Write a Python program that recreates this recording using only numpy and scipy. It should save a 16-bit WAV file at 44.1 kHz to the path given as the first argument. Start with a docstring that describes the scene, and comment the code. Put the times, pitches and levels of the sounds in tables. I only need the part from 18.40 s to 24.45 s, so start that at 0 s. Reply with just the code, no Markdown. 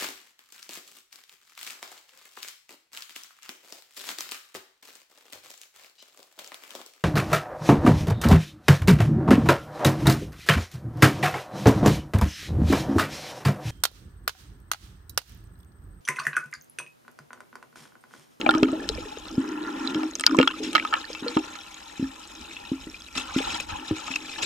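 """A dog paddles in a pool, heard by two microphone ports in a sealed case held under water.
Pushes of water thump the case as decaying flexing modes; bubbles are dying sines that knock its walls.
The legs churn up a low gurgle, a stream along the wall and slow surges, all from coloured noise.
Swarms of small bubbles wash, fizz and chirp; near the end the hind paws drag air down and the fizz swells.
A faint steady hiss lies underneath."""
import sys
import numpy as np
from scipy import signal
from scipy.fft import rfft, irfft, next_fast_len
from scipy.io import wavfile
from scipy.ndimage import uniform_filter1d

SR = 44100
rng = np.random.default_rng(int(sys.argv[2]) if len(sys.argv) > 2 else 0)


def bounce(signal):
    """Save signal as a 16-bit WAV file at the path given by the first command-line argument."""
    frames = np.transpose(np.atleast_2d(signal))
    limited = np.clip(frames, -1, 1)
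    pcm = np.round(limited * 32767).astype(np.int16)
    wavfile.write(sys.argv[1], SR, pcm)


N = 266805  # length [samples]

# Pushes of water on the case, the strong ones about one paddling cycle apart:
# (time [s], level [dB], low-pass corner [Hz], boost of the first flexing mode [dB])
THUMPS = [(0.0621, -21, 900, 11), (0.09, -13.5, 712, -2), (0.151, -11, 700, -3), (0.23, -4.5, 840, 5),
          (0.328, -15.5, 814, -10), (.979, -7.5, 235, 15.5), (1.556, -11.5, 410, -15), (1.575, -20, 350, 5),
          (1.9869, -4, 800, 2.5), (1.998, -12, 830, 14.5), (2.824, -22, 700, -2), (2.9667, -5.5, 487, 1),
          (3.5959, -16, 280, 12.5), (3.6257, -15, 270, 16.5), (4.3168, -13.5, 340, 12),
          (4.4696, -25, 603, 3), (4.763, -30.5, 350, 14), (4.9624, -11.5, 426, 12.5),
          (5.510, -10.5, 715, -7), (5.704, -34, 352, 19)]
# The case flexing as a whole: (frequency [Hz], level [dB], t60 [s])
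FLEX_MODES = [(268.3, -13.5, 0.16), (314, -3.5, 0.13), (252, -60, 0.0073), (149, -91, 0.006),
              (85.3, -31, 0.12), (384, -17, 0.16), (522, -24.5, 0.12)]
# Loud single bubbles at the case, from deep gulps to ticks:
# (time [s], ring level [dB], starting pitch [Hz], ring t60 [s], knock level [dB], left over right [dB])
POPS = [(0.0135, -13.5, 2790, 0.0061, -21.5, -4), (.063, -11.5, 2370, 0.02, -40, 5),
        (.0643, -5.5, 775, 0.026, -17, -1), (0.0908, -5.5, 1387, 0.055, -34, 0.5),
        (0.0922, -9, 3570, 0.012, -48, -4), (0.091, -3.5, 797, 0.029, -33, -6),
        (0.1092, -26.5, 8060, .0075, -14, 5), (.113, -20, 1750, 0.022, -30, -4),
        (.14, -17, 1260, 0.027, -23, -4), (.149, -15.5, 1220, 0.038, -11.5, -1),
        (0.1816, -23.5, 5740, 0.0078, -29, -5), (0.227, -4, 397, 0.056, -38, -1.5),
        (0.2313, -9, 2510, 0.0078, -7.5, -1.5), (.285, -30, 1244, .06, -28.5, 1),
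        (.331, -25, 630, 0.086, -29, 2), (0.4906, 2.5, 4210, 0.0016, -23.5, 4.5),
        (.497, -19.5, 433, 0.062, -46, 0), (0.5815, -23.5, 484, 0.043, -44, 1),
        (.656, -29.5, 423, .09, -41, 0), (.7713, -26.5, 453, 0.038, -26, 1),
        (1.09, -32, 5700, 0.007, -39, 9), (1.475, -15, 3930, 0.012, -35, -10),
        (1.5461, -23, 3230, 0.018, -18, 0), (1.6324, -20, 710, 0.017, -18, -3),
        (1.754, -11, 6060, 0.0054, -24, -3.5), (1.7969, -21, 8500, 0.011, -15.5, 0),
        (1.8091, -13.5, 7800, 0.0064, -15.5, -2), (1.8379, -12, 1966, 0.014, -15, 0.5),
        (1.8654, 7.5, 4540, .006, -9.5, -1), (1.8651, 5, 4950, 0.0075, -12.5, 4),
        (1.874, -20.5, 1410, 0.042, -17, 1), (1.8948, -19.5, 1220, 0.023, -30, 3),
        (1.912, -16, 1350, 0.01, -29, -6), (1.9468, -10.5, 1003, 0.022, -22, -0.5),
        (1.968, -24, 7700, 0.0051, -28, 0), (1.9877, -6, 480, 0.029, -35, 0),
        (1.9882, -5.5, 2345, .011, -13, -12), (1.9995, -6, 480, .046, -6, 2),
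        (2.013, -12, 2780, 0.026, -13, -1.5), (2.029, -14.5, 1396, 0.042, -9.5, -3),
        (2.0747, -7.5, 1340, 0.023, -11, -3), (2.077, -6.5, 3240, 0.015, -15, 5.5),
        (2.111, -31, 2710, 0.021, -22, 2), (2.203, -26.5, 425, 0.16, -57, 0.5),
        (2.331, -27, 8800, .006, -19, 0), (2.3515, -18.5, 1266, .13, -5, -4),
        (2.356, -10, 2180, 0.033, -7, -3.5), (2.3658, -12.5, 2220, .019, -13, 0),
        (2.38, -9.5, 1930, 0.012, -16, -1), (2.3983, -11.5, 2250, 0.011, -25, -1),
        (2.4502, -20.5, 1257, 0.044, -17, 0), (2.526, -15, 1333, 0.04, -32, 2),
        (2.533, -13.5, 1285, 0.062, -24, -5), (2.539, -13.5, 1735, 0.028, -10, 3),
        (2.6425, -27.5, 1770, .024, -47, -5), (2.652, -29.5, 4240, 0.0099, -34, -15),
        (2.7017, -24, 470, 0.028, -30, 1), (2.7312, -19.5, 4830, 0.0047, -38, -7),
        (2.7496, -32.5, 2630, .08, -23, 2), (2.8632, -22, 475, .16, -47, 0.5),
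        (2.882, -18.5, 4260, 0.025, -23.5, -3), (2.9705, -16.5, 877, 0.049, -13.5, -2),
        (3.1542, -35, 2110, .015, -28, -8), (4.1665, -28, 2620, .037, -55, -1),
        (4.5432, -29.5, 2420, 0.049, -49, -1), (4.777, -23, 2640, 0.068, -21, -4),
        (4.9873, -9, 3120, 0.0043, -28, 2), (5.004, -16.5, 443, 0.02, -41, 2),
        (5.324, -25.5, 82, 0.065, -50, -2), (5.512, -16.5, 96, 0.059, -13, 1),
        (5.68, -28, 842, 0.04, -20.5, 5.5), (5.715, -22, 2510, 0.021, -23, 3),
        (5.739, -21.5, 2670, .02, -43, 3), (5.761, -18.5, 2540, 0.029, -27, -1)]
# The walls of the case ringing: (frequency [Hz], level [dB], t60 [s])
WALL_MODES = [(813, -21.5, 0.03), (890, -9.5, 0.024), (1260, -13.5, 0.041), (1400, -22.5, 0.057),
              (1730, -17, 0.022), (2260, -11.5, 0.017), (2710, -16.5, 0.026), (3150, -9, 0.015),
              (4060, -4, 0.0058), (5080, -1, 0.0026), (7370, -7, 0.0025), (12000, -16, 0.0024)]
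FRAGMENT_TOP_DB = -6.5  # bubbles louder than this shed no louder fragments
FRAGMENT_LOW_HZ = 600  # deeper gulps stay in one piece

# Puffs of bubbles where a paw breaks the surface:
# (time [s], fizz level [dB], wash level [dB], rise time constant [s], fade time constant [s])
SPLASHES = [(2.231, -33.5, -67, .004, 0.042), (2.352, -32, -35, 0.0025, 0.0075),
            (2.526, -54, -20.5, .003, 0.014), (2.565, -46, -25, 0.0027, 0.0084),
            (2.825, -82, -39, 0.0047, 0.04), (4.751, -23.5, -34, 0.0068, 0.026),
            (4.772, -18, -55, 0.009, 0.016), (4.975, -38.5, -43, 0.0082, 0.067),
            (5.141, -26.5, -27.5, 0.0088, .016), (5.199, -20, -58, 0.0027, 0.0043),
            (5.283, -38, -27, 0.011, 0.041), (5.708, -27.5, -70, 0.0075, 0.014),
            (5.758, -22, -57, 0.0016, 0.0039), (5.981, -54, -24, 0.0051, 0.015),
            (6.019, -22.5, -57, 0.016, 0.054)]
# Wash of larger bubbles between splashes: (time [s], level [dB])
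WASH_LEVEL = [(0, -38), (.15, -38), (.4, -44.5), (.9, -47.5), (1.2, -46), (1.6, -40.5), (1.76, -65),
              (2.02, -50), (2.22, -49.5), (2.55, -40.5), (2.7, -49.5), (4.35, -49.5), (4.68, -63),
              (4.92, -37.5), (5.13, -37.5), (5.24, -53), (5.56, -39.5), (6.05, -54.5)]
# Fizz of fine bubbles, swelling as the hind paws drag air down: (time [s], level [dB])
FIZZ_LEVEL = [(0, -51.5), (.65, -46), (1.2, -52.5), (1.48, -42.5), (1.8, -48.5), (2.2, -45.5), (3, -45),
              (3.7, -49), (4.1, -46.5), (4.7, -52), (4.97, -37.5), (5.12, -36), (5.3, -48.5), (5.58, -41.5),
              (5.85, -42.5), (6.05, -34.5)]
# Colour of the wash: (frequency [Hz], relative level [dB per Hz])
WASH_COLOUR = [(120, -58), (300, -32), (520, -11.5), (680, -20), (830, 8.5), (1000, 1.5), (1130, -6),
               (1360, 6), (1540, -7), (1750, -3), (2100, -21), (3000, 17), (9000, -69)]
# Colour of the fizz and the stray bubbles: (frequency [Hz], relative level [dB per Hz])
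FIZZ_COLOUR = [(1060, -1.5), (1800, -2), (2110, -8.5), (2570, -1), (2880, -6.5), (3960, -0.5),
               (4530, -10.5), (5460, -4), (6070, -10), (6750, -5.5), (7710, -10), (8280, -15),
               (10400, -23.5), (14100, -24), (15000, -67)]

# A leg sweeps past the case:
# (time [s], length [s], eddy level before the trim in eddies() [dB], stream level [dB])
SWEEPS = [(0.02, 0.32, -30.5, -58), (0.907, 0.034, -31, -70), (0.97, 0.68, -30, -42),
          (1.878, 0.15, -26, -52), (2.197, 0.16, -32, -73), (2.821, 0.062, -33.5, -40.5),
          (3.02, .06, -63, -44), (3.97, 0.043, -46, -72), (4.768, 0.031, -36, -44),
          (5.02, 0.13, -44.5, -43.5), (5.375, 0.029, -41, -47)]
SWEEP_RISE_S, SWEEP_FADE_S = 0.014, 0.033  # time constants: flow builds quickly, dies once the leg has passed
# Low gurgle that lingers between sweeps: (time [s], level [dB])
EDDY_LEVEL = [(0, -36), (.45, -37.5), (.8, -47), (1.7, -45), (2.4, -42.5), (2.65, -52), (3.05, -47),
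              (3.3, -59), (4.1, -54), (4.65, -59), (5.2, -57.5), (6.05, -48)]
# Colour of the gurgle: (frequency [Hz], relative level [dB per Hz])
GURGLE_COLOUR = [(40, -54), (130, -33), (200, -11.5), (240, -5), (268, 5), (288, -4.5), (312, 8), (350, -6),
                 (410, -9.5), (520, -27), (700, -29), (2000, -101)]
# Colour of the stream along the wall: (frequency [Hz], relative level [dB per Hz])
STREAM_COLOUR = [(200, -52), (650, -25), (860, 9), (1050, 4.5), (1270, -1.5), (1380, 12.5), (1500, -4.5),
                 (1750, 1.5), (2200, -9), (2900, -34.5), (5000, -47), (14000, -65)]
# Slow swells of pressure from the kicks: (time of the top [s], half width at 1/e [s], level [dB])
SURGES = [(.2, .14, -54), (.55, 0.085, -39), (.91, 0.12, -51), (3.66, .05, -49), (4.02, .03, -55),
          (4.44, 0.21, -57), (5.06, 0.14, -46), (5.34, 0.049, -44)]
SURGE_FLOOR_DB = -61.5  # the pool is never quite still
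# Colour of the surges: (frequency [Hz], relative level [dB per Hz])
SURGE_COLOUR = [(15, -11), (35, 5), (55, 10), (80, 5), (125, -6), (175, -1.5), (240, 2), (400, -41),
                (1500, -82)]
# Colour of the faint steady hiss: (frequency [Hz], relative level [dB per Hz])
HISS_COLOUR = [(200, -36), (2000, -15), (6500, 0), (9000, -3.5), (14000, -7.5)]
HISS_DB = -60.5

# The two ports behind the wall, phase: (frequency [Hz], lead of the left [rad])
PORT_PHASE = [(380, 0), (560, -.4), (700, 1.9), (870, 2.4), (1030, 5.5), (1400, 5.9), (2150, 8.1),
              (2600, 6.5), (3600, 5.3), (4500, 4.4), (5500, 7.4), (7000, 5.8)]
# Their balance: (frequency [Hz], left over right [dB])
PORT_BALANCE = [(40, -6.5), (130, 1), (400, 0.2), (560, -3.5), (770, 6.5), (1170, -0.5), (1790, -4),
                (2740, 8), (4190, -0.5), (6410, 1.5), (9810, 5.5), (15000, 2.5)]
# Their likeness, for diffuse sounds: (frequency [Hz], correlation [0 to 1])
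PORT_LIKENESS = [(60, 0.84), (300, 1), (650, 0.7), (1400, 0.77), (3000, 0.72), (7000, 0.39), (14000, 0.12)]
EDGE_HZ, FIZZ_EDGE_HZ = 15700, 14400  # top of the whole mix; top of the bubble clouds and the hiss


def amp(db):
    """Turns decibels into a gain."""
    return 10 ** (np.asarray(db) / 20)


def evened(x):
    """Scales to rms 1."""
    return x / np.sqrt(np.mean(x ** 2) + 1e-20)


def read(points, hz):
    """Reads a table on a log-frequency axis."""
    f, value = np.transpose(points)
    return np.interp(np.log(hz + 1), np.log(f + 1), value)


def level(curve):
    """Turns a level curve in dB into a gain for every sample."""
    s, db = np.transpose(curve)
    return amp(np.interp(np.arange(N) / SR, s, db))


def add(mix, s, sound):
    """Mixes a sound in at time s."""
    part = mix[..., max(round(s * SR), 0):][..., :sound.shape[-1]]
    part += sound[..., :part.shape[-1]]


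def ring(hz, t60, glide=0):
    """A dying sine, a quarter second long; glide is the share its pitch rises over t60."""
    t = np.arange(SR // 4) / SR
    rise = 1 + glide * np.minimum(t / t60, 1)
    phase = 2 * np.pi * np.cumsum(hz * rise) / SR
    return amp(-60 * t / t60) * np.sin(phase)


def soften(x, hz):
    """Two gentle low-passes: the contact takes time."""
    r = np.exp(-2 * np.pi * hz / SR)
    return signal.lfilter([(1 - r) ** 2], [1, -2 * r, r * r], x)


def cut_above(x, hz):
    """Steep low-pass."""
    taps = signal.firwin(255, hz, window=("kaiser", 9), fs=SR)
    return signal.oaconvolve(x, taps[None], "same")


def colour(pair, spectrum):
    """Gives two unrelated signals a spectrum and makes them partly alike, at rms 1."""
    hz = np.fft.rfftfreq(N, 1 / SR)
    left, other = rfft(pair)
    same = np.clip(read(PORT_LIKENESS, hz), -1, 1)
    right = same * left + np.sqrt(1 - same ** 2) * other
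    return evened(irfft(np.array([left, right]) * amp(read(spectrum, hz)), N))


def lumps(depth_db, size):
    """A random gain that wanders over about size samples, depth_db rms."""
    wander = uniform_filter1d(uniform_filter1d(rng.standard_normal(N), size), size)
    return amp(depth_db * evened(wander))


def swarm(per_s, spread_db, low_hz, high_hz, cycles, count=28):
    """Many small bubbles of count pitches and random levels, in a random polarity at each port; rms 1."""
    out = np.zeros((2, N))
    for hz in np.geomspace(low_hz, high_hz, count):
        born = rng.random(N) < per_s / count / SR
        births = born * amp(spread_db * np.minimum(rng.exponential(1, N), 3.5))
        bubble = evened(ring(hz, cycles / hz, 0.096)[:3000])
        polarity = rng.choice([-1, 1], (2, N))
        out += signal.oaconvolve(births * polarity, bubble[None], axes=1)[:, :N]
    return evened(out)


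def thumps(leak_hz=120):
    """Each push flexes the case; close modes beat as they die, and the slowest pressure leaks away."""
    out = np.zeros(N)
    modes = np.array([amp(db) * ring(hz, t60) for hz, db, t60 in FLEX_MODES])
    for s, db, soft_hz, boost_db in THUMPS:
        flex = amp(boost_db) * modes[0] + modes[1:].sum(0)
        add(out, s, amp(db) * soften(flex, soft_hz))
    return signal.sosfilt(signal.butter(2, leak_hz, "highpass", fs=SR, output="sos"), out)


def pops(glide=0.055, onset_cycles=0.44, knock_onset_s=0.00029, octave_db=-3.5, scatter_db=-13, scatter_t60=0.018):
    """A bubble rings at its own pitch and knocks the walls; the surface scatters a short tail."""
    out, t = np.zeros((2, N)), np.arange(SR // 4) / SR
    knock_onset = 1 - np.exp(-(t / knock_onset_s) ** 2)
    walls = np.array([amp(db) * ring(hz, t60) for hz, db, t60 in WALL_MODES]) * knock_onset
    wall_hz = np.transpose(WALL_MODES)[0]
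    for s, ring_db, hz, t60, knock_db, pan_db in POPS:
        # modes near the bubble's pitch ring most, and every spot on the case excites them differently
        octaves_away = abs(np.log2(wall_hz / hz))
        share_db = 3.5 + octave_db * octaves_away + 3.44 * rng.standard_normal((2, len(WALL_MODES)))
        knock = (rng.choice([-1, 1], len(WALL_MODES)) * amp(share_db)) @ walls
        bubble = ring(hz, t60, glide) * (1 - np.exp(-t * hz / onset_cycles))
        pan = amp([[pan_db / 2], [-pan_db / 2]])
        add(out, s, pan * (amp(ring_db) * bubble + amp(knock_db) * knock))
    # noise tail that starts 2 ms behind the pop
    tail = rng.standard_normal((2, len(t))) * amp(-60 * t / scatter_t60) * (t > .002)
    tail /= np.linalg.norm(tail[0])
    return out + amp(scatter_db) * signal.oaconvolve(out, tail, axes=1)[:, :N]


def fragments(count=3, spread_s=.03, fragment_db=-18, cycles=45, octaves=0.393, glide=.05):
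    """A bursting bubble sheds a few small ones, which ring around its pitch just after it."""
    out, t = np.zeros((2, N)), np.arange(SR // 4) / SR
    draws = rng.standard_normal((len(POPS), 3, count))
    for (s, ring_db, hz, *_), (wait, size, place) in zip(POPS, draws):
        if hz < FRAGMENT_LOW_HZ:
            continue
        gain = amp(min(ring_db, FRAGMENT_TOP_DB) + fragment_db)
        delays = spread_s * abs(wait)
        pitches = hz * 2 ** (octaves * np.tanh(size))
        for delay, pitch, pan in zip(delays, pitches, np.tanh(place)):
            bubble = ring(pitch, cycles / pitch, glide) * (1 - np.exp(-t * pitch))
            add(out, s + delay, gain * np.sqrt([[1 + pan], [1 - pan]]) * bubble)
    return out


def cloud_gains():
    """Gains of wash and fizz: slow curves plus a puff of bubbles for each splash."""
    t = np.arange(N) / SR
    wash, fizz = level(WASH_LEVEL), level(FIZZ_LEVEL)
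    for start, fizz_db, wash_db, rise, fade in SPLASHES:
        age = np.maximum(t - start, 0)
        puff = (1 - np.exp(-age / rise)) * np.exp(-age / fade)
        fizz += amp(fizz_db) * puff
        wash += amp(wash_db) * puff
    return wash, fizz


def bubble_clouds(stray_db=-51.5):
    """Larger bubbles wash, fine ones fizz, and stray ones chirp close by; noise fills the swarms."""
    wash, fizz = cloud_gains()
    large = swarm(per_s=1300, spread_db=4.5, low_hz=489.4, high_hz=2416, cycles=57)
    large += 0.13 * rng.standard_normal((2, N))
    fine = swarm(per_s=3000, spread_db=3.5, low_hz=2046, high_hz=11830, cycles=99)
    fine += 0.47 * rng.standard_normal((2, N))
    strays = swarm(per_s=80, spread_db=3.5, low_hz=1715, high_hz=8920, cycles=48)
    out = wash * colour(large, WASH_COLOUR)
    out += fizz * colour(fine * lumps(depth_db=2.5, size=500), FIZZ_COLOUR)
    out += amp(stray_db) * colour(strays, FIZZ_COLOUR)
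    return cut_above(out, FIZZ_EDGE_HZ)


def sweep_flow():
    """Gains of the eddies and of the stream: each sweep rises, holds and fades."""
    t, flow = np.arange(N) / SR, np.zeros((2, N))
    for s, length, eddy_db, stream_db in SWEEPS:
        age = np.maximum(t - s, 0)
        rise = 1 - np.exp(-age / SWEEP_RISE_S)
        fade = np.exp(-np.maximum(age - length, 0) / SWEEP_FADE_S)
        flow += amp([[eddy_db], [stream_db]]) * rise * fade
    return flow


def eddies(sweep_trim_db=-3.0):
    """Eddies hum unevenly in the flexing case, most while a leg sweeps by."""
    gain = level(EDDY_LEVEL) + amp(sweep_trim_db) * sweep_flow()[0]
    churn = rng.standard_normal((2, N)) * lumps(depth_db=1.5, size=1100)
    return gain * colour(churn, GURGLE_COLOUR)


def gulps(per_s=45, gulp_db=-9):
    """Big soft bubbles burble in the lingering eddies, alike at both ports."""
    burble = swarm(per_s, spread_db=-1.5, low_hz=364, high_hz=735, cycles=8, count=12)[0]
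    return amp(gulp_db) * level(EDDY_LEVEL) * burble


def stream(trickle_db=-57):
    """Water rushes smoothly along the wall: a constant trickle that grows with each sweep."""
    flow = rng.standard_normal((2, N)) * lumps(depth_db=2.0, size=600)
    return (amp(trickle_db) + sweep_flow()[1]) * colour(flow, STREAM_COLOUR)


def surge():
    """Each kick sends a smooth swell of low pressure, made of low noise."""
    t = np.arange(N) / SR
    swell = amp(SURGE_FLOOR_DB) + sum(amp(db) * np.exp(-((t - s) / width) ** 2) for s, width, db in SURGES)
    return swell * colour(rng.standard_normal((2, N)), SURGE_COLOUR)


def hiss():
    """A faint steady bed of coloured noise."""
    return amp(HISS_DB) * cut_above(colour(rng.standard_normal((2, N)), HISS_COLOUR), FIZZ_EDGE_HZ)


def scene():
    """All sound passes the case wall, which turns phase and level differently for each port."""
    mix = thumps() + pops() + fragments() + bubble_clouds()
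    mix += eddies() + gulps() + stream() + surge() + hiss()
    size = next_fast_len(N + 4096)
    hz = np.fft.rfftfreq(size, 1 / SR)
    balance = amp(read(PORT_BALANCE, hz) / 2)
    ports = np.array([balance, np.exp(-1j * read(PORT_PHASE, hz)) / balance])
    return irfft(rfft(mix, size) * ports, size)[:, :N]


def record(dry):
    """The loudest peaks overload the input and clip; then the band limit."""
    return cut_above(np.clip(dry, -1, 1), EDGE_HZ)


dry = scene()
out = record(dry)
bounce(out)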